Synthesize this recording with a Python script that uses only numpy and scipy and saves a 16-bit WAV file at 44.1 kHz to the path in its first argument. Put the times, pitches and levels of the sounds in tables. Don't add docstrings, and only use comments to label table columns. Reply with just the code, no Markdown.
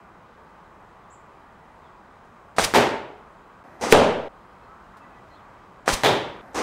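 import sys
import numpy as np
from scipy import signal
from scipy.io import wavfile
from scipy.ndimage import uniform_filter1d

SR = 44100
rng = np.random.default_rng(int(sys.argv[2]) if len(sys.argv) > 2 else 0)


def volts_from_decibels(level):
    exponent = np.asarray(level, float) / 20
    return 10 ** exponent


def wav_out(sig):
    wavfile.write(sys.argv[1], SR, np.round(np.clip(np.atleast_2d(sig).T, -1, 1) * 32767).astype(np.int16))


N = 291942

# start in seconds, end in seconds, fade in seconds.
CUTS = [(3.635, 4.287, 0.0048), (6.415, 6.7, 0.00083)]
# frequency in Hz, time to fall 60 dB in seconds.
PORCH_DECAY = [(100, 0.64), (500, 0.66), (2500, 0.64), (5000, 0.46), (8000, .4), (11000, 0.31),
               (15000, .27)]
# frequency in Hz, relative level in dB,
# time to fall 60 dB in seconds.
BLOCK_MODES = [(240, -2.5, .1), (415.5, 1, 0.12), (470, -11.5, .12), (574, -3, .14), (605, -7, .1),
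               (797, -7.5, .1), (894, 0.5, .08), (957, 0.5, .08)]
# frequency in Hz, relative level in dB, time to fall 60 dB in seconds.
BOW_RINGS = [(1180, -5, .02), (6000, -3.5, .003), (8600, -1, .002)]


def rms_one(x):
    return x / np.sqrt(np.mean(x ** 2) + 1e-20)


def at_hz(points, hz):
    table = np.array(points)
    return np.interp(np.log(hz), np.log(table[:, 0]), table[:, 1])


def add(out, sound, s):
    i = round(s * SR)
    out[i:i + len(sound)] += sound[:N - i]


def bands(source, spectrum):
    edges = 25 * 2 ** np.arange(0, 9.5, 1 / 3)
    for k, (low, high) in enumerate(zip(edges, edges[1:])):
        hz = np.sqrt(low * high)
        sos = signal.butter(2, [low, high], "band", fs=SR, output="sos")
        sign = (-1) ** k
        yield hz, sign * volts_from_decibels(at_hz(spectrum, hz)) * signal.sosfilt(sos, source[k % 2])


def ring(x, hz, t60):
    r = volts_from_decibels(-60 / (max(t60, .002) * SR))
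    w = 2 * np.pi * hz / SR
    return signal.lfilter(np.array([1, 0, -1]) * (1 - r * r) / 2, [1, -2 * r * np.cos(w), r * r], x)


def traffic(spectrum, patchy_db, size=N):
    out = np.zeros(size)
    for hz, band in bands(rng.standard_normal((2, size)), spectrum):
        steps = rng.standard_normal(60)
        waver = np.interp(np.arange(size), np.linspace(0, N, len(steps)), steps)
        out += band * volts_from_decibels(patchy_db * waver)
    return rms_one(out)


def whine():
    # frequency in Hz, mean level in dB rms ahead of the treble cut.
    whine_tone = [(15622, -94)]
    (hz, db), = whine_tone
    waver = np.interp(np.arange(N), np.linspace(0, N, 200), rng.standard_normal(200))
    return np.sqrt(2) * volts_from_decibels(db + 1.5 * waver) * np.sin(2 * np.pi * hz * np.arange(N) / SR)


def ticks():
    # start in seconds, level in dB of the noise ahead of its band filter.
    faint_ticks = [(2.25, -66), (4.97, -54.5), (5.72, -69)]
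    out = np.zeros(N)
    t = np.arange(round(.06 * SR)) / SR
    sos = signal.butter(1, [1800, 7000], "band", fs=SR, output="sos")
    for s, db in faint_ticks:
        puff = rng.standard_normal(len(t)) * volts_from_decibels(db - 60 * t / 0.12)
        add(out, signal.sosfilt(sos, puff), s)
    return out


def whistle(out, s, length, start_hz, middle_hz, end_hz, db, waver):
    u = np.linspace(0, 1, round(length * SR))
    hz = np.interp(u, [0, .5, 1], [start_hz, middle_hz, end_hz])
    hz = hz * (1 + waver * rms_one(uniform_filter1d(rng.standard_normal(len(u)), size=60)))
    swell = np.sin(np.pi * u) ** .7
    note = np.zeros(N)
    add(note, np.sqrt(2) * volts_from_decibels(db) * np.sin(np.cumsum(2 * np.pi * hz / SR)) * swell, s)
    return out + note


def birds():
    # start in seconds, length in seconds, pitch in Hz, level in dB rms.
    warble = [(4.6, .07, 2600, -69), (4.62, .05, 4200, -75), (4.675, .09, 1300, -51),
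              (4.93, .05, 1700, -59), (5.0, .045, 2620, -64), (5.03, .05, 1970, -59.5),
              (5.04, .04, 1700, -61), (5.12, .04, 2550, -66), (4.83, .05, 2840, -72),
              (5.15, .04, 1750, -62), (5.16, .04, 1960, -58), (5.295, .08, 4220, -68),
              (5.3, .04, 1950, -61), (5.3, .07, 3950, -71)]
    # start in seconds, length in seconds, first pitch in Hz, last pitch in Hz,
    # level in dB rms.
    falls = [(1.03, .03, 3600, 3400, -72), (1.125, .025, 3200, 2700, -72), (1.82, .08, 3800, 3100, -70)]
    # start in seconds, length in seconds, pitch of both ends in Hz,
    # top pitch in Hz, level in dB rms.
    arches = [(1.098, .062, 6800, 7900, -59), (5.335, .08, 2780, 3750, -67)]
    whistle_waver, arch_waver = .011, .04
    out = np.zeros(N)
    for s, length, hz, db in warble:
        out = whistle(out, s, length, hz, hz, hz, db, whistle_waver)
    for s, length, start_hz, end_hz, db in falls:
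        out = whistle(out, s, length, start_hz, (start_hz + end_hz) / 2, end_hz, db, whistle_waver)
    for s, length, ends_hz, top_hz, db in arches:
        out = whistle(out, s, length, ends_hz, top_hz, ends_hz, db, arch_waver)
    t = np.arange(round(.4 * SR)) / SR
    blur = rng.standard_normal(len(t)) * volts_from_decibels(-60 * t / .4)
    echoes = signal.fftconvolve(out, blur / np.linalg.norm(blur))[:N]
    return out + volts_from_decibels(-5.0) * echoes


def string_onset(t, whir_s, whir_db, first_db, build_s):
    whir = volts_from_decibels(whir_db) * np.clip((t + whir_s) / .003 + 1, 0, 1)
    build_up = volts_from_decibels(first_db * np.exp(-np.maximum(t, 0) / build_s))
    return np.where(t < 0, whir, build_up)


def hit_onset(t, knock_db, knock_s, first_db, build_s):
    late = np.maximum(t, 0)
    knock = volts_from_decibels(knock_db) * np.exp(-(late / knock_s) ** 4)
    build_up = volts_from_decibels(first_db * np.exp(-late / build_s))
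    return np.hypot(knock, build_up) * (t >= 0)


def scattered(out, s, db, onset, spectrum, decay, per_s, modes, modes_db):
    lead = .03
    t = np.arange(round(.75 * SR)) / SR - lead
    late = np.maximum(t, 0)
    sizes = volts_from_decibels(2.43 * np.minimum(rng.exponential(1, len(t)), 5)) * rng.choice([-1, 1], len(t))
    share = np.clip(per_s * (1 + late / .03) / SR, 1e-4, 1)
    echoes = sizes * (rng.random(len(t)) < share) / np.sqrt(share)
    parts = list(bands([echoes, echoes], spectrum))
    height = np.sqrt(np.mean(sum(band for hz, band in parts) ** 2))
    sound = sum(band * volts_from_decibels(-60 * late / max(at_hz(decay, hz), .03)) for hz, band in parts) / height
    sound = sound * onset(t)
    body = sum(volts_from_decibels(mode_db) * ring(sound, hz, t60) for hz, mode_db, t60 in modes)
    add(out, volts_from_decibels(db) * (sound + volts_from_decibels(modes_db) * body), s - lead)


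def far_string(out):
    # time in seconds, level in dB.
    block_strings = [(3.811, -19), (6.545, -19)]
    # frequency in Hz, relative level in dB per Hz.
    far_string_colour = [(35, -40.5), (60, -8.5), (145, -20), (259, -3), (334, -11.5), (411, 5.5),
                         (483, -8.5), (769, -4), (904, -7.5), (1540, -15), (1690, -14), (3990, -23.5),
                         (5910, -19.5), (15300, -42.5)]
    for s, db in block_strings:
        scattered(out, s, db,
                  lambda t: string_onset(t, whir_s=.012, whir_db=-35, first_db=-15, build_s=.02),
                  far_string_colour, PORCH_DECAY, per_s=5000.0, modes=BOW_RINGS, modes_db=-3.0)


def far_hits(out):
    # time in seconds, level in dB, relative shaft rattle in dB, relative table boom in dB.
    thuds = [(2.7385, -10, -28, 1), (6.0347, -13, 6.5, 10)]
    # frequency in Hz, relative level in dB per Hz.
    hit_colour = [(35, -49), (60, -15.5), (166, -13.5), (375, -3), (685, -7), (751, -2), (843, -13),
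                  (925, -5), (992, -11.5), (1310, -12), (1650, -12.5), (4910, -23.5), (15300, -38)]
    for s, db, rattle_db, boom_db in thuds:
        rattle = (3500, rattle_db, .0035)  # Hz, dB, seconds to fall 60 dB
        boom = (125, boom_db, .15)
        scattered(out, s, db,
                  lambda t: hit_onset(t, knock_db=-3, knock_s=.003, first_db=-25, build_s=.005),
                  hit_colour, PORCH_DECAY, per_s=3500.0, modes=BLOCK_MODES + [rattle, boom], modes_db=-2.5)


def arrow(out, s, hiss_db, rise_s, fall_s, puff_db=-93.0):
    # frequency in Hz, relative level in dB per Hz.
    fletching = [(500, -1), (1500, -1.5), (4000, 1), (9000, -5), (16000, -21.5)]
    t = np.arange(-round(.1 * SR), round(.1 * SR)) / SR
    hiss = rms_one(sum(band for hz, band in bands(rng.standard_normal((2, len(t))), fletching)))
    nearness = 1 / (1 + (t / np.where(t < 0, rise_s, fall_s)) ** 2)
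    width = t / .005
    puff = -width * np.exp(-width ** 2 / 2)
    add(out, volts_from_decibels(hiss_db) * hiss * nearness * np.hanning(len(t)) + volts_from_decibels(puff_db) * puff, s + t[0])


def passing_arrows(out):
    # time in seconds, hiss in dB rms at the closest point, scale of the air puff in dB.
    passes = [(2.646, -18.5, -28), (5.939, -22, -20.5)]
    for s, hiss_db, puff_db in passes:
        arrow(out, s, hiss_db, rise_s=.008, fall_s=.007, puff_db=puff_db)


def crack(out, s, crack_db, crack_hz, crack_t60, thud_db, thud_hz, thud_t60):
    t = np.arange(round(.1 * SR)) / SR
    bright = volts_from_decibels(crack_db - 60 * t / crack_t60) * np.sin(2 * np.pi * crack_hz * t)
    thud = volts_from_decibels(thud_db - 60 * t / thud_t60) * np.cos(2 * np.pi * thud_hz * t)
    add(out, bright + thud, s)


def near_hit(out):
    # frequency in Hz, relative level in dB per Hz.
    near_hit_colour = [(35, -49.5), (60, -18), (358, -11.5), (441, -7), (518, -15), (596, -1.5),
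                       (883, -19.5), (969, -7), (1040, -16), (2510, -27), (2750, -23), (5780, -34),
                       (8370, -37), (15300, -56.5)]
    s = 3.9247
    arrow(out, s, hiss_db=-21.5, rise_s=.011, fall_s=.001)
    scattered(out, s, -3,
              lambda t: hit_onset(t, knock_db=0, knock_s=.011, first_db=-5, build_s=.08),
              near_hit_colour, PORCH_DECAY, per_s=5000.0, modes=BLOCK_MODES, modes_db=1.5)
    crack(out, s, crack_db=24.0, crack_hz=2400, crack_t60=.0035, thud_db=11.0, thud_hz=440, thud_t60=.045)


def slap(out, s, db):
    # delay in seconds, relative level in dB.
    slap_echoes = [(0, 0), (.0016, -6), (.0041, -6.5), (.0117, -3.5), (.0130, -6.5)]
    clicks = np.zeros(round(.05 * SR))
    for delay, echo_db in slap_echoes:
        add(clicks, np.array([volts_from_decibels(echo_db)]), delay)
    pulse = np.hanning(round(0.00054 * SR)) ** .6
    high_pass = signal.butter(1, 330, "high", fs=SR, output="sos")
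    add(out, volts_from_decibels(db) * signal.sosfilt(high_pass, np.convolve(clicks, pulse)), s - .0001)


def near_string(out):
    # time in seconds, height of the slap's pulse in dB ahead of its high-pass.
    slaps = [(2.5843, 1), (5.879, 0)]
    # frequency in Hz, relative level in dB per Hz.
    string_colour = [(35, -37), (60, -5), (215, -8.5), (734, -2), (1540, -8.5), (1770, -7.5), (2180, -11),
                     (2390, -8), (2820, -11.5), (3090, -10.5), (8770, -19.5), (11100, -29), (15300, -32)]
    # frequency in Hz, time to fall 60 dB in seconds.
    lawn_decay = [(100, 0.56), (500, 0.49), (2000, 0.44), (6000, 0.42), (10000, 0.41), (15000, 0.46)]
    echo_db, sets_in_s = -19, .0018
    for s, db in slaps:
        slap(out, s, db)
        scattered(out, s - sets_in_s, db + echo_db,
                  lambda t: string_onset(t, whir_s=.017, whir_db=-21, first_db=-5, build_s=.006),
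                  string_colour, lawn_decay, per_s=5000.0, modes=BOW_RINGS, modes_db=-4.0)


def overload(x):
    ease_db, attack_s, release_s = -3.5, 0.0014, 0.66
    sag, recover_s = 0.19, .025
    slow_sag, slow_recover_s = .015, 0.56
    clipped = np.clip(x, -1, 1)
    t = np.arange(N) / SR
    over = (abs(x) > 1) * 1.
    held = np.maximum(np.maximum.accumulate(over + t / release_s) - t / release_s, 0)
    a = np.exp(-1 / (attack_s * SR))
    gain = volts_from_decibels(ease_db * signal.lfilter([1 - a], [1, -a], held))

    def drift(seconds):
        return signal.lfilter([1 / (0.0088 * SR)], [1, -np.exp(-1 / (seconds * SR))], over)

    return 0.98 * gain * clipped - sag * drift(recover_s) - slow_sag * drift(slow_recover_s)


def lawn():
    # time in seconds, level in dB rms.
    traffic_db = [(0, -49.7), (4.3, -49.5), (5.2, -48), (5.8, -48.5), (6.62, -45)]
    # frequency in Hz, relative level in dB per Hz.
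    traffic_colour = [(15, -38), (25, -3), (59, 1), (141, -3.5), (170, 0.5), (317, -6.5), (344, -0.5),
                      (416, -15.5), (451, -3), (624, -3.5), (1040, 1.5), (2800, -22), (5730, -33.5),
                      (7710, -33), (9070, -39), (16000, -46)]
    s, db = np.transpose(traffic_db)
    roar = volts_from_decibels(np.interp(np.arange(N) / SR, s, db)) * traffic(traffic_colour, patchy_db=1.0)
    out = roar + birds() + ticks() + whine()
    near_string(out)
    passing_arrows(out)
    far_hits(out)
    return out


def beside_block():
    # frequency in Hz, relative level in dB per Hz.
    porch_traffic = [(15, -43), (25, -12), (64, -7.5), (363, -8), (405, -1.5), (463, -15), (624, -4),
                     (754, -6), (1740, -14.5), (2910, -33), (16000, -49)]
    out = np.zeros(N)
    for start, end, fade in CUTS:
        roar = traffic(porch_traffic, patchy_db=0.5, size=round((end - start) * SR))
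        add(out, volts_from_decibels(-46.5) * roar, start)
    far_string(out)
    near_hit(out)
    return overload(out)


def scene():
    t = np.arange(N) / SR
    inside = np.max([np.minimum(t - start, end - t) / fade for start, end, fade in CUTS], axis=0)
    mix = np.clip(-inside, 0, 1) * lawn() + np.clip(inside, 0, 1) * beside_block()
    return mix[None]


def low_pass(x):
    return signal.sosfilt(signal.butter(12, 21850, fs=SR, output="sos"), x)


def record(dry):
    treble_cut = signal.cheby2(16, 45, 16000, fs=SR, output="sos")
    finished = np.clip(signal.sosfilt(treble_cut, dry), -1, 1)
    return low_pass(finished)


dry = scene()
out = record(dry)
wav_out(out)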